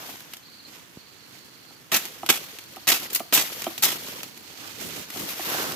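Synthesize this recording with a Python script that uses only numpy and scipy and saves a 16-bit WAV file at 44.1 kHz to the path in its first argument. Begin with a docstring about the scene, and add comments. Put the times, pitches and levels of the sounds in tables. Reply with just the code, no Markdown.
"""Leaves rustle and twigs snap, then a machete slashes five times through vine stems in a forest.
Each stroke is a rapid series of fibre fractures; struck wood knocks in its damped bending modes, and
the shaken foliage rustles on through countless small impacts. A hand then drags the cut stems through
the undergrowth, crushing dead leaves. One soft bump on the microphone comes before the first stroke.
Far off, a small bird chirps and insects trill over the hush of the trees."""
import sys
import numpy as np
from scipy import signal
from scipy.fft import rfft, irfft, next_fast_len
from scipy.io import wavfile

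SR = 44100
rng = np.random.default_rng(int(sys.argv[2]) if len(sys.argv) > 2 else 0)


def inscribe(sig):
    """Save sig as 16-bit PCM at rate SR to the path in sys.argv[1].

    A 1-D sig is mono; a 2-D sig holds one channel per row.
    Samples are clipped to [-1, 1] before scaling.
    """
    pcm = np.round(np.clip(np.atleast_2d(sig).T, -1, 1) * 32767)
    wavfile.write(sys.argv[1], SR, pcm.astype(np.int16))


N = 253575
TIME = np.arange(N) / SR

# machete strokes: start_s, in_stem_s, level_db, tilt_db_per_octave, follow_through_drop_db, shake_db
MACHETE_STROKES = [(1.916, 0.06, -21.5, -2, 18, -39.5), (2.2885, 0.016, -12.5, -1.7, 13.5, -41),
                   (2.875, 0.028, -15.5, -1, 5.5, -39), (3.333, .02, -12.5, 1.5, 5.5, -36),
                   (3.8225, 0.034, -15.5, 0, 7.5, -36)]
# stems splitting in a short rip of fibres: start_s, length_s, level_db, tilt_db_per_octave
STEM_SPLITS = [(1.943, 0.0016, -12.5, -1.5), (1.962, 0.0075, -17, 0.5), (2.302, 0.002, -15.5, -4),
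               (2.871, 0.002, -20.5, -1), (2.919, 0.009, -15.5, -2), (3.101, 0.0048, -33, -1),
               (3.131, .003, -21, 6.5), (3.1482, 0.0024, -13, 4.5), (3.158, .0035, -17.5, 1.5),
               (3.325, 0.006, -18, -3.5), (3.374, 0.0082, -17.5, -2.5)]
# twigs breaking: start_s, level_db, pitch_hz
TWIG_SNAPS = [(0.204, -41, 3880), (0.335, -33, 2930), (0.3679, -39.5, 3000), (2.0539, -29.5, 4830),
              (2.2625, -28.5, 3320), (2.587, -34.5, 3170), (2.638, -45, 5940), (2.7606, -41, 2100),
              (3.1963, -32.5, 2700), (3.62, -29, 6750), (3.642, -29, 6640), (3.7791, -27.5, 3860),
              (4.232, -30, 2560), (4.240, -41, 7200), (4.3744, -40.5, 2480), (5.102, -33.5, 1970),
              (5.1718, -34, 4300), (5.721, -29, 4900)]
# dull blows on wood: start_s, level_db
WOOD_KNOCKS = [(0.088, -35.5), (1.705, -44), (1.922, -27.5), (2.23, -25.5), (2.766, -33.5), (3.201, -25),
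               (3.665, -18.5), (5.158, -32.5), (5.393, -28.5), (5.545, -28)]
# bending modes of a woody stem: pitch_hz, level_db, t60_s
WOOD_MODES = [(322.4, -7.5, 0.07), (407, -8, 0.018), (728, 2.5, 0.019), (795, -16, 0.057),
              (1037, 2, 0.0032), (1224, -4, 0.029), (2950, -10.5, 0.02)]

# movements that swell and fade: middle_s, half_length_s, level_db
LEAF_BRUSHES = [(.04, 0.22, -42.5), (.32, .05, -51), (.75, 0.087, -50), (1.36, 0.068, -52.5),
                (2.07, 0.022, -44), (2.5, 0.032, -46.5), (2.76, 0.098, -49.5), (3.04, 0.032, -35),
                (3.15, 0.042, -40.5), (3.63, 0.17, -40.5), (4.14, 0.11, -40), (4.66, 0.24, -45),
                (4.82, .025, -36.5), (4.96, 0.11, -39.5)]  # the arm or blade brushes past leaves
HAND_PULLS = [(5.195, 0.1, -37.5), (5.307, 0.039, -34.5), (5.545, 0.2, -32.5)]  # a hand pulls the cut stems out
BODY_HEAVES = [(.03, 0.19, -57), (4.06, 0.42, -51), (4.87, 0.19, -46.5), (5.23, 0.072, -43),
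               (5.67, 0.15, -42)]  # the body and heavy stems shift
LITTER_CRUSHES = [(.02, 0.066, -44), (4.65, 0.044, -44), (5.25, 0.33, -47.5), (5.55, 0.097, -30.5),
                  (5.66, 0.12, -34.5)]  # dead leaves are crushed on the ground
# where the leaves move: time_s, left_minus_right_db
LEAF_PAN = [(0, 3.5), (1.2, -6), (1.7, -2.5), (2, -0.5), (3.9, 3), (4.4, -4.5), (4.9, -7), (5.16, 3.5),
            (5.75, -1.5)]
# soft bump on the microphone's housing: start_s, level_db
HOUSING_BUMPS = [(0.9725, -22.5)]
# a small bird's chirps: start_s, level_db
BIRD_CHIRPS = [(0.421, -52), (0.475, -50), (0.529, -50), (0.586, -46), (.644, -45)]
# bouts of an insect's trill: start_s, end_s, level_db
INSECT_TRILLS = [(0.43, .72, -53.5), (0.948, 1.82, -56), (2.4, 5.755, -55.5)]

# source spectra: frequency_hz, density_db
FIBRE_SPECTRUM = [(50, -15), (130, -6.5), (330, -1), (520, -8), (750, -0.5), (1700, -0.5), (2900, 5.5),
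                  (5000, 2.5), (6500, 3), (8500, -1), (11000, -0.5), (12200, 4.5), (15500, 1)]  # breaking fibres
LEAF_SPECTRUM = [(150, -16), (400, -14), (900, -2.5), (1800, -1), (2900, 4), (4600, 1), (6600, 1.5),
                 (8800, -6.5), (15000, -17.5)]  # leaves brushing together
CRISP_SPECTRUM = [(3000, -11), (7000, 2.5), (11000, 2.5), (12500, 8.5), (14000, 2.5), (15500, -1)]  # the crisp top of the rustle
RUB_SPECTRUM = [(25, -13), (50, -20), (100, -3), (280, 2.5), (450, -4.5), (700, -14.5), (1500, -15.5)]  # heavy stems and the sleeve
LITTER_SPECTRUM = [(40, -16), (100, -20), (350, 5), (950, 5), (1500, 8), (2500, -2), (6000, -3.5),
                   (15000, -28)]  # crushed dead leaves
FOREST_SPECTRUM = [(30, -10), (120, 14.5), (300, 3), (800, 4), (1600, 7), (4500, -3.5), (7000, -26),
                   (15000, -76)]  # far leaves
# imbalance of the two microphone ports: frequency_hz, left_minus_right_db
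PORT_BALANCE = [(60, -3.5), (1300, -2.5), (8000, -4.5), (10500, 5), (12500, 9.5), (15500, 0)]

STIR_DB = -55  # foliage motion at rest


def machete(follow_s=0.072):
    """Stems fracture under the blade, some splitting apart in short rips; it then sweeps on through leaves,
    slowing down."""
    out = np.zeros((2, N))
    for start, in_stem_s, db, tilt_db, drop_db, _ in MACHETE_STROKES:
        add(out, start, from_db(db) * tear(in_stem_s, tilt_db))
        follow_through = tear(follow_s, tilt_db=-1.5, fade_db_per_s=82)
        add(out, start + in_stem_s, from_db(db - drop_db) * follow_through)
    for start, length_s, db, tilt_db in STEM_SPLITS:
        add(out, start, from_db(db) * tear(length_s, tilt_db))
    return out


def tear(length_s, tilt_db, fade_db_per_s=0, rise_share=0.038, release_t60=0.034, level_db=-1.5):
    """Acoustic emission: fibres part by the thousand, in uneven bundles, exciting the stem's resonances."""
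    t = TIME[:SR // 6]
    snaps = impulses(len(t), per_s=7000, spread_db=1.85, lag_s=.00005, jitter_s=.00005)
    bundles = from_db(2.5 * drift(308)[:len(t)])
    bite = np.minimum(t / (rise_share * length_s), 1)  # a longer slice bites in more gradually
    force = bite * from_db(-fade_db_per_s * t - 60 * np.maximum(t - length_s, 0) / release_t60)
    fibres = unit_rms(colour(snaps * bundles * force, FIBRE_SPECTRUM, tilt_db))
    fibres = highpass(fibres * np.sqrt(np.mean(force ** 2)), 110, order=1)
    return from_db(level_db) * reverberate(fibres, t60=0.033, wet_db=-3, low_hz=1380)


def twigs(crack_t60=0.03, ring_t60=0.016, ring_db=-4, level_db=1):
    """Brittle fracture: a dry burst of splinters, with the twig's own brief free vibration."""
    out, t = np.zeros((2, N)), TIME[:SR // 12]
    for start, db, hz in TWIG_SNAPS:
        splinters = impulses(len(t), per_s=9000, spread_db=5.0, lag_s=0, jitter_s=.00008)
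        crack = colour(splinters * decay(t, crack_t60), FIBRE_SPECTRUM, tilt_db=-0.5)
        crack /= np.std(crack[:, :SR // 250])
        add(out, start, from_db(db + level_db) * (crack + from_db(ring_db) * ring(t, hz, ring_t60)))
    return out


def knocks(travel_s=0.00716, chatter_db=-4, chatter_t60=.05):
    """Dispersion: a chattering contact sends bending waves along the wood, and low modes arrive later."""
    out, t = np.zeros(N), TIME[:SR // 6]
    lowest_hz = WOOD_MODES[0][0]
    for start, db in WOOD_KNOCKS:
        wood = np.zeros(len(t))
        for hz, mode_db, t60 in WOOD_MODES:
            gain = from_db(mode_db + rng.normal(0, 0.95))
            detuned_hz = hz * (1 + rng.normal(0, 0.058))
            wood += gain * ring(t - travel_s * lowest_hz / hz, detuned_hz, t60)
        chatter = rng.standard_normal(len(t)) * decay(t, chatter_t60)
        contact = (t == 0) + from_db(chatter_db) * chatter / np.linalg.norm(chatter)
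        add(out, start, from_db(db) * signal.fftconvolve(wood, contact))
    return highpass(out, 230, order=3)  # thin wood radiates almost no bass


def leaf_motion(rise_s=0.1, settle_db_per_s=44):
    """Incoherent powers add: a faint stir, brushes, pulls and each stroke's damped shake, summed in dB."""
    power = from_db(STIR_DB) ** 2 + swell_power(LEAF_BRUSHES) + swell_power(HAND_PULLS)
    for start, *_, shake_db in MACHETE_STROKES:
        age = np.maximum(TIME - start, 0)
        settling = from_db(shake_db - settle_db_per_s * np.maximum(age - rise_s, 0))
        power += (np.minimum(age / rise_s, 1) * settling) ** 2
    return 10 * np.log10(power)


def foliage(motion_db, leaf_db=-0.5, crisp_db=-6.5, brightening=0.28, clump_db=2.0, tick_db=-7):
    """Shot noise: leaves touch in clumps of tiny ticks; harder shaking gives a crisper top."""
    brush = unit_rms(impulses(N, per_s=12000, spread_db=1.5, lag_s=-0.000092, jitter_s=.0003))
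    ticks = unit_rms(impulses(N, per_s=300, spread_db=0.2, lag_s=0, jitter_s=.0003))
    tick_shape = unit_rms(rng.standard_normal((2, 64))) / 8  # unit energy
    ticks = signal.fftconvolve(ticks, tick_shape, "same", axes=1)
    contacts = brush * from_db(clump_db * drift(90)) + from_db(tick_db) * ticks
    leaves = from_db(leaf_db) * unit_rms(colour(contacts, LEAF_SPECTRUM))
    crispness = from_db(crisp_db + brightening * (motion_db - STIR_DB))
    edges = crispness * unit_rms(colour(contacts, CRISP_SPECTRUM))
    pan_db = np.interp(TIME, *np.transpose(LEAF_PAN))
    return (leaves + edges) * from_db(motion_db) * pan(pan_db)


def stalks(motion_db, level_db=-5.0, count=36):
    """Impact excitation: thin stalks tap each other, each a damped resonator with its own pitch."""
    out = np.zeros((2, N))
    for hz in np.geomspace(280, 7000, count):
        taps_per_s = 800 / count * np.sqrt(hz / 1400)
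        taps = impulses(N, taps_per_s, spread_db=2.5, lag_s=0, jitter_s=.0003)
        t60 = .5 / np.sqrt(hz)  # green, sappy stalks are heavily damped
        radius, angle = decay(1 / SR, t60), 2 * np.pi * hz / SR
        feedback = [1, -2 * radius * np.cos(angle), radius ** 2]
        out += signal.lfilter([0, np.sin(angle)], feedback, taps + 1e-18)
    return from_db(motion_db + level_db) * unit_rms(out)


def crackle(motion_db, level_db=-13, crack_t60=0.0072, growth=1.1, hard_shake_db=-32):
    """Buckling: dry leaves give way with tiny cracks, which stand out more as the foliage moves harder."""
    buckles = impulses(N, per_s=50, spread_db=1.2, lag_s=0, jitter_s=.0002)
    bursts = signal.fftconvolve(np.abs(buckles), decay(TIME[:SR // 50], crack_t60)[None], axes=1)[:, :N]
    cracks = unit_rms(colour(bursts * rng.standard_normal((2, N)), FIBRE_SPECTRUM))
    return cracks * from_db(level_db + hard_shake_db + growth * (motion_db - hard_shake_db))


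def heavy_stems(motion_db, level_db=5.0, lumpy_db=2.5, rest_db=-60.5, growth=0.34):
    """Friction: heavy stems and the sleeve rub, low and lumpy, with the foliage and with each heave."""
    sway = from_db(rest_db + growth * (motion_db - STIR_DB))
    motion = np.sqrt(sway ** 2 + swell_power(BODY_HEAVES))
    rubs = impulses(N, per_s=2500, spread_db=2.5, lag_s=-0.00033, jitter_s=0.00059)
    return motion * from_db(level_db + lumpy_db * drift(23)) * unit_rms(colour(rubs, RUB_SPECTRUM))


def litter(clump_db=1.0):
    """Brittle crushing: dead leaves crack coarsely; the sound reaches the right port first."""
    cracks = impulses(N, per_s=4000, spread_db=2.5, lag_s=-0.00021, jitter_s=0.000083)
    crushing = np.sqrt(swell_power(LITTER_CRUSHES)) * from_db(clump_db * drift(60))
    return crushing * unit_rms(colour(cracks, LITTER_SPECTRUM))


def housing_bump(pitch_hz=240, t60=0.0086):
    """Heavy damping: the bumped microphone housing makes about one swing."""
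    out = np.zeros(N)
    for start, db in HOUSING_BUMPS:
        add(out, start, from_db(db) * ring(TIME[:SR // 20], pitch_hz, t60))
    return highpass(out, 90, order=2)


def bird(top_hz=4550, bottom_hz=3950, length_s=0.0256, rasp_hz=150):
    """Frequency modulation: quick falling chirps with a random rasp, lightly smeared by the trees."""
    out, t = np.zeros((2, N)), TIME[:int(length_s * SR)]
    envelope = np.sin(np.pi * t / length_s)
    for start, db in BIRD_CHIRPS:
        hz = np.linspace(top_hz, bottom_hz, len(t)) + rasp_hz * drift(480)[:len(t)]
        add(out, start, from_db(db) * envelope * np.sin(2 * np.pi * np.cumsum(hz) / SR))
    return reverberate(out, t60=.3, wet_db=-5, low_hz=1000)


def insects(centre_hz=4380, width_hz=650, flutter_db=2, fade_s=0.03):
    """Amplitude modulation: a far trill, blurred to a narrow noise band, flutters in bouts."""
    bouts = sum(from_db(db) * np.clip(np.minimum(TIME - start, end - TIME) / fade_s, 0, 1)
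                for start, end, db in INSECT_TRILLS)
    edges_hz = [centre_hz - width_hz / 2, centre_hz + width_hz / 2]
    band = signal.butter(4, edges_hz, "band", fs=SR, output="sos")
    trill = unit_rms(signal.sosfilt(band, rng.standard_normal((2, N))))
    return trill * bouts * from_db(flutter_db * drift(60))


def forest(level_db=-56.5, pan_db=-2):
    """Diffuse field: far leaves all around merge into an even hush, uncorrelated at the two ports."""
    hush = unit_rms(colour(rng.standard_normal((2, N)), FOREST_SPECTRUM))
    return hush * from_db(level_db) * pan(pan_db)


def impulses(n, per_s, spread_db, lag_s, jitter_s):
    """Poisson process: uneven clicks, each with a lag at the right port set by its own direction."""
    chance, size, sign = rng.random(n), rng.exponential(1, n), rng.choice([-1, 1], n)
    lag = np.round((lag_s + jitter_s * rng.standard_normal(n)) * SR).astype(int)
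    left = np.flatnonzero(chance < per_s / SR)
    right = np.clip(left + lag[left], 0, n - 1)
    height = sign[left] * from_db(spread_db * np.minimum(size[left], 5))
    return np.array([np.bincount(arrivals, height, n) for arrivals in (left, right)])


def reverberate(x, t60, wet_db, low_hz):
    """Reverberation: dense reflections add a decaying noise tail, different at each port."""
    t = TIME[:SR // 2]
    tail = highpass(rng.standard_normal((2, len(t))) * decay(t, t60), low_hz, order=1)
    tail /= np.sqrt(np.sum(tail ** 2, axis=1, keepdims=True))
    return x + from_db(wet_db) * signal.fftconvolve(x, tail, axes=1)[:, :x.shape[1]]


def colour(x, spectrum, tilt_db=0):
    """Minimum-phase filter; above 500 Hz the spectrum tilts by tilt_db per octave, pivoting at 4 kHz."""
    n = x.shape[-1]
    size = 2 * next_fast_len(n // 2 + 2048)
    octave = np.log2(np.maximum(np.arange(size // 2 + 1) * SR / size, 10))
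    hz, db = np.transpose(spectrum)
    slope_db = tilt_db * (np.maximum(octave, np.log2(500)) - np.log2(4000))
    gain = from_db(np.interp(octave, np.log2(hz), db) + slope_db)
    cepstrum = irfft(np.log(gain))[:size // 2]
    cepstrum[1:] *= 2  # folding onto positive time makes the filter causal
    return irfft(rfft(x, size) * np.exp(rfft(cepstrum, size)))[..., :n]


def swell_power(movements):
    """Power summation of movements that each rise and fall as a bell curve."""
    return sum((from_db(db) * np.exp(-((TIME - middle) / half) ** 2)) ** 2
               for middle, half, db in movements)


def ring(t, hz, t60):
    """Damped oscillation of a struck mode, silent before t = 0."""
    t = np.maximum(t, 0)
    return np.sin(2 * np.pi * hz * t) * decay(t, t60)


def decay(t, t60):
    """Exponential decay by 60 dB in t60 seconds."""
    return from_db(-60 * t / t60)


def drift(rate_hz):
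    """Random fluctuation: straight lines between knots of unit power."""
    knots = rng.standard_normal(int(N / SR * rate_hz) + 2)
    return np.interp(TIME * rate_hz, np.arange(len(knots)), unit_rms(knots))


def highpass(x, hz, order):
    """Maximally flat bass roll-off."""
    return signal.sosfilt(signal.butter(order, hz, "high", fs=SR, output="sos"), x)


def pan(left_minus_right_db):
    """Level difference as a pair of gains."""
    return from_db(np.array([[.5], [-.5]]) * left_minus_right_db)


def add(out, start_s, sound):
    """Superposition: mix a sound in at start_s."""
    at = max(round(start_s * SR), 0)
    out[..., at:at + sound.shape[-1]] += sound[..., :N - at]


def from_db(db):
    """Decibels to amplitude ratio."""
    return 10 ** (np.asarray(db) / 20)


def unit_rms(x):
    """Normalisation to unit power."""
    return x / np.sqrt(np.mean(x ** 2) + 1e-20)


def scene():
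    """Superposition: close blows echo off trunks and leaves; one motion drives leaves, stalks and stems."""
    blows = reverberate(machete() + twigs() + knocks(), t60=0.24, wet_db=-10.0, low_hz=250)
    motion_db = leaf_motion()
    undergrowth = foliage(motion_db) + stalks(motion_db) + crackle(motion_db) + heavy_stems(motion_db)
    return blows + undergrowth + litter() + housing_bump() + forest() + bird() + insects()


def record(dry, low_hz=58, high_hz=15500):
    """Frequency response: each microphone port has its own colour; deep bass and the top are cut."""
    left = colour(dry[0], [(hz, db / 2) for hz, db in PORT_BALANCE])
    right = colour(dry[1], [(hz, -db / 2) for hz, db in PORT_BALANCE])
    ports = highpass([left, right], low_hz, order=2)
    return signal.sosfilt(signal.ellip(10, .3, 75, high_hz, fs=SR, output="sos"), ports)


dry = scene()
out = record(dry)
inscribe(out)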